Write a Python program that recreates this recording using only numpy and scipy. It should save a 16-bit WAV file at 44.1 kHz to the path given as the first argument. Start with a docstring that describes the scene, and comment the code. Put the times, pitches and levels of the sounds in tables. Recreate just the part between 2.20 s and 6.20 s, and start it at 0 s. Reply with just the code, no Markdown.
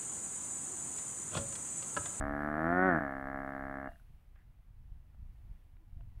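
"""Buffalo lowing in an open field

A buzzy train of vocal-fold pulses rings the throat: the call swells up in pitch, catches once,
holds a steady note and creaks out as the folds flap loosely. The field adds a short reverb.
Wind thumps softly on the microphone; faint ticks, a rustle, thin whistles and hiss lie behind."""
import sys
import numpy as np
from scipy import signal
from scipy.fft import rfft, irfft
from scipy.io import wavfile
from scipy.ndimage import uniform_filter1d

SR = 44100
rng = np.random.default_rng(int(sys.argv[2]) if len(sys.argv) > 2 else 0)


def wav_record(signal):
    """Record a signal, one row per channel, as 16-bit PCM in the file named by sys.argv[1]."""
    frames = np.transpose(np.atleast_2d(signal))
    bounded = np.clip(frames, -1, 1)
    # unit amplitude maps onto the largest positive 16-bit level
    quanta = np.round(bounded * 32767).astype(np.int16)
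    wavfile.write(sys.argv[1], SR, quanta)


N = 176400
T = np.arange(N) / SR

# call contour: t/s, pulse rate/Hz, level/dB
CALL_CONTOUR = [(0.0, 68.3, -33), (0.014, 70.27, -38.5), (0.074, 71.68, -37.5), (0.164, 72.14, -38),
                (0.34, 75.4, -35.5), (0.448, 81.34, -32), (0.562, 90.2, -29.5), (0.662, 94.4, -26.5),
                (0.69, 91.9, -28), (0.756, 78.8, -30), (0.804, 73.3, -35), (0.832, 70.6, -38),
                (0.87, 68.72, -38.5), (1.04, 66.95, -43), (1.084, 68.07, -41), (1.67, 68.06, -43.5),
                (1.7, 68.7, -36.5)]
# unbroken pulse runs, the voice catches between them: start/s, end/s
PULSE_RUNS = [(0.0109, .79), (0.808, 1.68)]


def voice():
    """Each fold closure rings the throat; rasp and a rattle of the upper resonance follow it."""
    # gain of the lowest overtones: t/s, level/dB
    bass = [(0, 1), (.2, 1.5), (.45, 2.5), (.66, .5), (.76, 4.5), (.8, 5), (.86, -1), (1.68, 0)]
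    # rattle relative to the call: t/s, level/dB
    rattle_levels = [(0, -9), (.2, -3.5), (.4, -8.5), (.66, -13.5), (.71, -0.5), (.85, 0.5), (1, -6),
                     (1.68, -0.5)]
    relaxed_hz, strained_hz, bass_top_hz = 66.6, 92.35, 240
    lead_s, jitter, shimmer_db = .005, .0025, .8
    rasp_db, rasp_s = -16, .005
    rattle_hz, rattle_lag_s, rattle_s = 1656, .0025, .00093
    out, age, hz = np.zeros(N), T[:4096], np.fft.rfftfreq(4096, 1 / SR)
    scatter, breath = iter(rng.standard_normal((200, 5))), rng.standard_normal(N)
    for t, end in PULSE_RUNS:
        while t < end:
            d_level, d_period, d_lag, d_pitch, d_rattle = next(scatter)
            rate_hz = curve(CALL_CONTOUR, t)
            strain = np.clip((rate_hz - relaxed_hz) / (strained_hz - relaxed_hz), 0, 1) ** .6
            db = throat_db(hz, strain, rate_hz / relaxed_hz, rate_hz / strained_hz)
            db += curve(bass, t) / (1 + (hz / bass_top_hz) ** 8)
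            pulse = -fold_pulse(db, delay_samples=lead_s * SR + (t - lead_s) * SR % 1)
            # strained folds close again mid-cycle
            half_cycle = int(.5 * SR / rate_hz)
            pulse += .45 * strain ** 2.7 * np.r_[np.zeros(half_cycle), pulse[:-half_cycle]]
            puff = np.roll(breath, -int(t * SR))[:len(age)] * np.exp(-age / rasp_s)
            pulse += undb(rasp_db) * signal.fftconvolve(pulse, puff)[:len(age)] / np.sqrt(rasp_s * SR)
            pulse *= np.sqrt(SR / rate_hz / np.sum(pulse ** 2))  # unit power per cycle
            rattle_age = np.maximum(age - lead_s - rattle_lag_s * (1 + .04 * d_lag), 0)
            rattle = np.sin(2 * np.pi * rattle_hz * (1 + .015 * d_pitch) * rattle_age)
            rattle *= bump(rattle_age, 2 * rattle_s) ** 2
            pulse += rattle * undb(curve(rattle_levels, t) + 2 * d_rattle)
            add(out, t - lead_s, pulse * undb(curve(CALL_CONTOUR, t, column=2) + shimmer_db * d_level))
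            t += (1 + jitter * d_period) / curve(CALL_CONTOUR, t + .5 / rate_hz)
    return out


def throat_db(hz, strain, relaxed_pitch_ratio, strained_pitch_ratio):
    """Throat colour: blends from relaxed to strained and slides up with pitch."""
    # throat spectra: f/Hz, relative level/dB
    relaxed = [(40, -30.5), (68, -16), (136, -9), (204, -7.5), (272, 0.5), (340, -9), (408, -22.5),
               (476, -12), (545, -19), (612, 1), (680, -9.5), (750, -1.5), (820, -10.5), (990, -16),
               (1160, -10), (1400, -7.5), (1490, -19.5), (1570, -6), (1700, -5.5), (1850, -14),
               (2150, -16.5), (2300, -30.5), (2450, -42.5), (3500, -55.5), (5000, -75.5)]
    strained = [(40, -32), (93, -10), (186, -6), (279, 4.5), (372, -3.5), (465, -13.5), (558, -7),
                (650, -4.5), (742, -4), (850, -12.5), (1020, -14), (1300, -8), (1480, -4.5), (1640, -16.5),
                (1800, -6.5), (1950, -16), (2250, -29), (2550, -41.5), (3000, -52), (3350, -46.5),
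                (3800, -60), (5000, -77)]
    pitch_follow = .49
    return ((1 - strain) * colour_db(relaxed, hz / relaxed_pitch_ratio ** pitch_follow)
            + strain * colour_db(strained, hz / strained_pitch_ratio ** pitch_follow))


def fold_pulse(db, delay_samples, size=4096, opening_hz=850):
    """One pulse of spectrum db: the slow fold opening leads the closure, the throat rings after it."""
    hz = np.fft.rfftfreq(size, 1 / SR)
    cepstrum = irfft(db * np.log(10) / 20, size)
    causal = np.r_[cepstrum[0], 2 * cepstrum[1:size // 2], np.zeros(size // 2)]  # minimum phase
    phase = 2 * np.arctan(hz / opening_hz) - 2 * np.pi * hz * delay_samples / SR
    return irfft(np.exp(rfft(causal) + 1j * phase), size)


def creaks(rise_s=.0015, lower_hz=693):
    """Loose fold flaps ring the upper and lower throat resonances."""
    # flaps: t/s, level/dB, upper f/Hz, lower ring relative level/dB
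    flaps = [(0.7978, -35, 1600, -8), (1.6884, -46, 1630, 4), (1.7178, -54.5, 1815, 3),
             (1.733, -60, 1590, -17), (1.7569, -56, 1690, -18), (1.7974, -60, 1474, -17)]
    out, age = np.zeros(N), T[:2000]
    envelope = bump(age, rise_s)
    for t, db, upper_hz, lower_db in flaps:
        upper = envelope ** 2 * np.sin(2 * np.pi * upper_hz * age)
        lower = envelope * np.sin(2 * np.pi * lower_hz * age)
        add(out, t, undb(db) * (upper + undb(lower_db) * lower))
    return out


def airy_hiss(follow=.51, fade_s=.3):
    """Faint hiss that rises and falls with the call, then fades."""
    # spectrum at the call's peak: f/Hz, density/(dB per Hz)
    air_spectrum = [(1500, -125), (2600, -108), (3500, -112), (5000, -118), (7500, -120), (8600, -116),
                    (9600, -120), (11000, -108), (12500, -117), (15000, -117)]
    call_db = curve(CALL_CONTOUR, T, column=2) - np.max(np.array(CALL_CONTOUR)[:, 2])
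    gain = undb(follow * call_db + 1.1 * walk(30))
    fade = np.clip((PULSE_RUNS[-1][1] + fade_s - T) / fade_s, 0, 1)
    return noise(air_spectrum) * gain * fade


def field_reverb(call, level_db=-14, t60_s=.24):
    """The field returns the call as a short diffuse tail."""
    age = T[:SR // 2]
    tail = rng.standard_normal(len(age)) * undb(-60 * age / t60_s)
    return undb(level_db) * signal.fftconvolve(call, tail / np.sqrt(np.sum(tail ** 2)))[:N]


def wind(gust_db=2.5, skew=.17):
    """Wind on the microphone: low rumble in uneven, slightly one-sided puffs."""
    # rumble spectrum: f/Hz, relative level/dB
    rumble_spectrum = [(15, -9), (25, 5.5), (80, -4.5), (124, -12), (189, -24), (270, -32), (400, -62),
                       (900, -110)]
    # wind strength: t/s, level/dB
    wind_levels = [(0, -38), (.2, -50), (.8, -55), (1.1, -52), (1.7, -53), (2.1, -57.5), (2.45, -57),
                   (2.62, -49.5), (2.76, -50.5), (2.93, -56.5), (3.03, -46), (3.18, -54), (3.28, -47),
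                   (3.5, -58), (3.65, -52), (3.74, -48.5), (3.88, -45), (4, -51.5)]
    rumble = noise(rumble_spectrum) * undb(gust_db * walk(12))
    rumble /= np.sqrt(smooth(rumble ** 2, SR // 5))  # level out slow swings
    return (rumble + skew * (rumble ** 2 - 1)) * undb(curve(wind_levels, T))


def ticks(decay_s=.0015, top_hz=2500):
    """Dull ticks: brief noise bursts through a broad resonance."""
    # ticks: t/s, peak level/dB, centre f/Hz
    bursts = [(2.159, -62, 1604), (2.945, -61.5, 498), (3.567, -59.5, 961), (3.807, -58, 710)]
    out, age = np.zeros(N), T[:1000]
    for t, db, hz in bursts:
        burst = rng.standard_normal(len(age)) * age * np.exp(-age / decay_s)
        tick = signal.lfilter(*signal.butter(3, top_hz, fs=SR), band(burst, hz, 1.6 * hz))
        add(out, t, undb(db) * tick / np.max(np.abs(tick)))
    return out


def rustle(at_s=2.19, spread_s=.037, hz=1730, width_hz=800, level_db=-74.5):
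    """One short swell of band noise."""
    grain = unit(band(band(rng.standard_normal(N), hz, width_hz), hz, width_hz))
    return undb(level_db) * grain * np.exp(-((T - at_s) / spread_s) ** 2)


def whistles(waver_db=4, waver_hz=12):
    """Thin distant tones that glide and waver."""
    # notes: start/s, length/s, f/Hz, glide/Hz, level/dB
    notes = [(1.601, 0.19, 2800, 62.5, -75.5), (2.67, .12, 740, -60, -84), (3.279, .08, 903, 3.5, -80),
             (3.556, .14, 310, -12.5, -74), (3.598, 0.07, 1000, 10.5, -80.5),
             (3.657, .05, 800, -7.5, -77.5), (3.766, 0.066, 700, 30, -76)]
    out = np.zeros(N)
    for start_s, length_s, hz, glide_hz, db in notes:
        progress = np.clip((T - start_s) / length_s, 0, 1)
        envelope = undb(db + waver_db * walk(39.97)) * np.sin(np.pi * progress)
        pitch_hz = hz + glide_hz * (progress - .5) + waver_hz * walk(60)
        out += envelope * np.sin(2 * np.pi * np.cumsum(pitch_hz) / SR)
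    return out


def background_hiss(drift_db=1.2):
    """Hiss of field and microphone, drifting in level."""
    # noise floor: f/Hz, density/(dB per Hz)
    floor_spectrum = [(150, -102), (300, -105), (400, -110), (550, -112), (720, -108), (950, -111),
                      (1300, -114), (2000, -115), (2700, -118), (3400, -122), (5000, -127), (7500, -130),
                      (11000, -126), (15000, -126)]
    return noise(floor_spectrum) * undb(drift_db * walk(6.5))


def undb(db):
    """dB to gain."""
    return 10 ** (np.asarray(db) / 20)


def colour_db(table, hz):
    """Interpolate a spectrum table over log frequency."""
    table = np.array(table, float)
    return np.interp(np.log(np.maximum(hz, 1)), np.log(table[:, 0]), table[:, 1])


def curve(table, t, column=1):
    """Interpolate one column of a time table."""
    table = np.array(table, float)
    return np.interp(t, table[:, 0], table[:, column])


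def bump(age, peak_s):
    """Envelope that rises to 1 at peak_s, then decays."""
    return age / peak_s * np.exp(1 - age / peak_s)


def unit(x):
    """Scale to rms 1."""
    return x / np.sqrt(np.mean(x ** 2))


def noise(spectrum):
    """Noise of the given spectral density."""
    gain = undb(colour_db(spectrum, np.fft.rfftfreq(N, 1 / SR))) * np.sqrt(SR / 2)
    return irfft(rfft(rng.standard_normal(N)) * gain, N)


def band(x, hz, width_hz):
    """One resonance."""
    return signal.lfilter(*signal.iirpeak(hz, hz / width_hz, fs=SR), x)


def smooth(x, samples):
    """Moving average, applied twice."""
    return uniform_filter1d(uniform_filter1d(x, samples), samples)


def walk(rate_hz):
    """Smoothed random steps, rms 1."""
    hold = int(SR / rate_hz)
    return unit(smooth(np.repeat(rng.standard_normal(N // hold + 1), hold), hold)[:N])


def add(out, start_s, x):
    """Mix x in at start_s."""
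    i = int(start_s * SR)
    out[i:i + len(x)] += x[:N - i]


def scene():
    """The call and its reverb over wind, hiss and small sounds; mono."""
    call = voice() + creaks()
    call += band(call, hz=684, width_hz=13)  # nasal ring
    reverb = field_reverb(call)
    hiss = background_hiss()
    return (call + reverb + airy_hiss() + wind() + ticks() + rustle() + whistles() + hiss)[None]


def record(dry):
    """Steep low-pass at 15.74 kHz."""
    return signal.sosfilt(signal.ellip(10, .2, 70, 15740, fs=SR, output="sos"), dry)


dry = scene()
out = record(dry)
wav_record(out)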